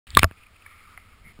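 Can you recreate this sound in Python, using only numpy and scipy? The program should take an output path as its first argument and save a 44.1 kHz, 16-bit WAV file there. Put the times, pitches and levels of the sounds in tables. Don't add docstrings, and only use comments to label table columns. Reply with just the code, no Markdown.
import sys
import numpy as np
from scipy.fft import rfft, irfft, next_fast_len
from scipy.io import wavfile
from scipy.ndimage import map_coordinates

SR = 44100
rng = np.random.default_rng(int(sys.argv[2]) if len(sys.argv) > 2 else 0)


def dump(signal):
    limited = np.clip(np.atleast_2d(signal).T, -1, 1)
    pcm = np.round(limited * 32767).astype(np.int16)
    wavfile.write(sys.argv[1], SR, pcm)


N = 61739


def amp(db):
    return 10 ** (np.asarray(db) / 20)


def unit(x):
    return x / np.sqrt(np.mean(x ** 2) + 1e-20)


def clock():
    return np.arange(N) / SR


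def curves(rows):
    times, *columns = np.transpose(rows)
    return [np.interp(clock(), times, column) for column in columns]


def filtered(x, response):
    size = next_fast_len(len(x) + 8192)
    return irfft(rfft(x, size) * response(np.fft.rfftfreq(size, 1 / SR)), size)[:len(x)]


def coloured(x, tone):
    points_hz, db = np.transpose(tone)
    return unit(filtered(x, lambda hz: amp(np.interp(np.log(hz + 1), np.log(points_hz), db))))


def band(hz, width):
    resonance = lambda f: abs(f * width / (hz * hz - f * f + 1j * f * width)) ** 1.5
    return unit(filtered(rng.standard_normal(N), resonance))


def wobble(rate):
    return map_coordinates(rng.standard_normal(int(N * rate / SR) + 4), [clock() * rate])


def swell(s, spread):
    return np.exp(-((clock() - s) / spread) ** 2)


def ring(t, hz, t60):
    return np.sin(2 * np.pi * hz * t) * amp(-60 * t / t60)


def knocks(scatter_db=3.5, contact_s=0.00036, crack_db=-10, crack_t60=0.009):
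    # start in seconds,
    # levels in dB of the hollow, low, middle and high ring, snap, dull push and thump, ring length factor.
    blows = [(0.1665, -40.5, -64, -30.5, -31.5, -32.5, -22, -22.5, .6),
             (.1709, 2, 18.5, 6.5, 7.5, 4, 0.5, -14.5, 0.62), (0.1926, -33, -10, 0, 3, 7.5, -29, -23, 0.54),
             (0.2264, -18.5, -19.5, -29, -42, -31, -39, -22, 0.83),
             (0.2317, -7, 2, 4.5, -11, -16, -0.5, -15, 0.85),
             (0.2429, 6, -3.5, -12, -20, -2, -9.5, -12, 0.86),
             (0.312, -26.5, -31.5, -27.5, -58, -70, -26.5, -41, 0.53),
             (1.3905, -56.5, -48.5, -67, -62, -71.5, -27, -38.5, 1.0)]
    ring_hz = [703, 1400, 2350, 3700, 4800]
    # pitch in Hz, gain in dB, base t60 in seconds.
    modes = [(430, -21, 0.0058), (661, -28.5, 0.041), (950, -23.5, .03), (1166, -14, 0.03),
             (1380, 3, 0.0094), (1632, 1.5, 0.0083), (2210, -3, 0.012), (2524, 1.5, 0.0069),
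             (3580, -2.5, 0.013), (4073, 0, .007), (5060, -4, 0.0064)]
    out, t = np.zeros(N + SR), np.arange(SR // 4) / SR
    onset = 1 - np.exp(-t / contact_s)
    for s, *ring_db, push_db, thump_db, length in blows:
        force = lambda hz: amp(np.interp(np.log(hz + 1), np.log(ring_hz), ring_db))
        case = sum(force(hz) * amp(db + scatter_db * rng.standard_normal()) * ring(t, hz, t60 * length)
                   for hz, db, t60 in modes)
        crack = filtered(rng.standard_normal(len(t)), force) * amp(crack_db - 60 * t / (crack_t60 * length))
        push = amp(push_db) * ring(t, hz=220, t60=0.0069)
        thump = amp(thump_db) * ring(t, hz=85, t60=0.087)
        out[round(s * SR):][:len(t)] += (thump - push + case + crack) * onset
    return out[:N]


def ticks(grit_db=-18.5):
    # start in seconds, level in dB, pitch in Hz, lower partial in Hz, its relative level in dB,
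    # attack and t60 in seconds.
    clicks = [(0.1048, -21.5, 4603, 3500, -4, 0.00042, 0.0042), (.1504, -6, 3580, 2644, -11, .0003, 0.0051),
              (.6212, -47.5, 2550, 2370, 3, .0005, 0.0118), (0.6612, -33, 2245, 1144, -4.5, 0.0014, 0.033),
              (0.6633, -31, 1740, 1105, -6, 0.0012, 0.015), (0.976, -25.5, 2070, 1240, -9, 0.00037, 0.012),
              (.9775, -43, 1300, 760, 0, 0.00048, 0.02)]
    out, t = np.zeros(N + SR), np.arange(SR // 10) / SR
    for s, db, hz, lower_hz, lower_db, attack, t60 in clicks:
        grit = rng.standard_normal(len(t)) * amp(grit_db - 60 * t / t60)
        tone = ring(t, hz, t60) - amp(lower_db) * ring(t, lower_hz, t60)
        out[round(s * SR):][:len(t)] += amp(db) * (tone + grit) * (1 - np.exp(-t / attack))
    return out[:N]


def scrapes(edge_s=0.002, slips_per_s=5200, slip_share=0.45):
    # start and end in seconds, first and last level in dB.
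    strokes = [(0.066, 0.082, -45.5, -50), (0.083, 0.165, -56, -45.5), (.181, .192, -32, -20.5),
               (0.187, 0.211, -31, -44.5), (.213, 0.236, -38.5, -30)]
    # frequency in Hz, relative level in dB.
    tone = [(100, -10), (600, -16.5), (1200, -6.5), (2000, 0.5), (2900, -1.5), (3700, -3), (4800, -13),
            (6000, -15.5)]
    t, level = clock(), np.zeros(N)
    for start, end, first_db, last_db in strokes:
        edges = np.clip(np.minimum(t - start, end - t) / edge_s + .5, 0, 1)
        level += edges * amp(np.interp(t, [start, end], [first_db, last_db]))
    slips = unit((rng.random(N) < slips_per_s / SR) * rng.standard_normal(N))
    friction = np.sqrt(slip_share) * slips + np.sqrt(1 - slip_share) * rng.standard_normal(N)
    return level * coloured(friction, tone)


def sway():
    # time in seconds, level in dB.
    levels = [(.07, -44.5), (.095, -40.5), (.128, -46.5), (.162, -24.5), (.195, -18.5), (.21, -34.5),
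              (.24, -30), (.28, -35), (.33, -70.5)]
    # frequency in Hz, relative level in dB.
    tone = [(15, -0.5), (40, -1), (80, 3.5), (130, -16.5), (250, -22.5), (600, -47.5), (2000, -90.5)]
    return amp(curves(levels)[0]) * coloured(rng.standard_normal(N), tone)


def rubs():
    # peak time in seconds, level in dB, spread in seconds, pitch and width in Hz.
    slides = [(0.322, -56.5, 0.0064, 2500, 400), (0.38, -55, 0.012, 2370, 400),
              (0.418, -58.5, 0.01, 2549, 400), (.438, -53, 0.006, 2500, 400),
              (0.468, -56, 0.0054, 2350, 400), (.565, -55.5, 0.0044, 2610, 396),
              (0.62, -53.5, .008, 2550, 402), (1.268, -57, 0.033, 164, 110),
              (1.277, -50.5, 0.037, 2114, 170)]
    return sum(amp(db) * swell(s, spread) * band(hz, width) for s, db, spread, hz, width in slides)


def swish(flutter_db=1.2, fizz_db=-11):
    # time in seconds, levels in dB of the lower and upper resonance.
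    movement = [(.3, -64, -67), (.45, -64.5, -67.5), (.6, -64.5, -68), (.68, -56.5, -54.5),
                (.8, -57.5, -55), (0.931, -53.5, -59.5), (1.0, -63, -61), (1.121, -60.5, -63.5),
                (1.22, -65.5, -72.5), (1.261, -61, -64.5), (1.31, -62, -69), (1.348, -74, -73),
                (1.4, -61, -76)]
    resonances = [(1260, 220), (2170, 420)]
    levels = curves(movement)
    body = sum(amp(db + flutter_db * wobble(45)) * band(hz, width)
               for db, (hz, width) in zip(levels, resonances))
    fizz = amp(levels[0] + fizz_db) * band(hz=3760, width=3200)
    return body + fizz


def wind(hiss_db=-60, flutter_db=1.0):
    # time in seconds, level in dB.
    gusts = [(.07, -62), (.38, -59), (.7, -59.5), (.95, -54.5), (1.02, -56.5), (1.12, -54.5), (1.26, -52),
             (1.4, -54.5)]
    # frequency in Hz, relative level in dB.
    rumble_tone = [(15, -2), (35, 0), (55, -5), (88, 2), (130, -16), (220, -13), (400, -27.5),
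                   (1500, -68.5)]
    hiss_tone = [(100, -21), (400, -3.5), (800, -5.5), (1300, -7.5), (1800, -4), (2500, -2.5), (3100, -5.5),
                 (4000, -10.5), (5000, -9.5), (6000, -13)]
    rumble = amp(curves(gusts)[0]) * coloured(rng.standard_normal(N), rumble_tone)
    hiss = amp(hiss_db - flutter_db * wobble(35)) * coloured(rng.standard_normal(N), hiss_tone)
    return rumble + hiss


def overload(x, ceiling=0.89, knee=6):
    return x / (1 + np.abs(x / ceiling) ** knee) ** (1 / knee)


def scene():
    return (knocks() + ticks() + scrapes() + sway() + rubs() + swish() + wind())[None]


def record(dry):
    opens_s, band_hz, band_order, hold_hz, top_hz = 0.069, 5480, 16, 12000, 15900
    t = clock()
    driven = overload(dry[0] * (t > opens_s))
    narrow = filtered(driven, lambda hz: 1 / np.sqrt(1 + (hz / band_hz) ** (2 * band_order)))
    mirrored = narrow * (1 + 2 * np.cos(2 * np.pi * hold_hz * t))
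    held = filtered(mirrored, lambda hz: np.sinc(hz / hold_hz))
    top_cut = lambda hz: np.clip((top_hz - hz) / 500 + .5, 0, 1)
    return filtered(np.clip(held, -1, 1), top_cut)[None]


dry = scene()
out = record(dry)
dump(out)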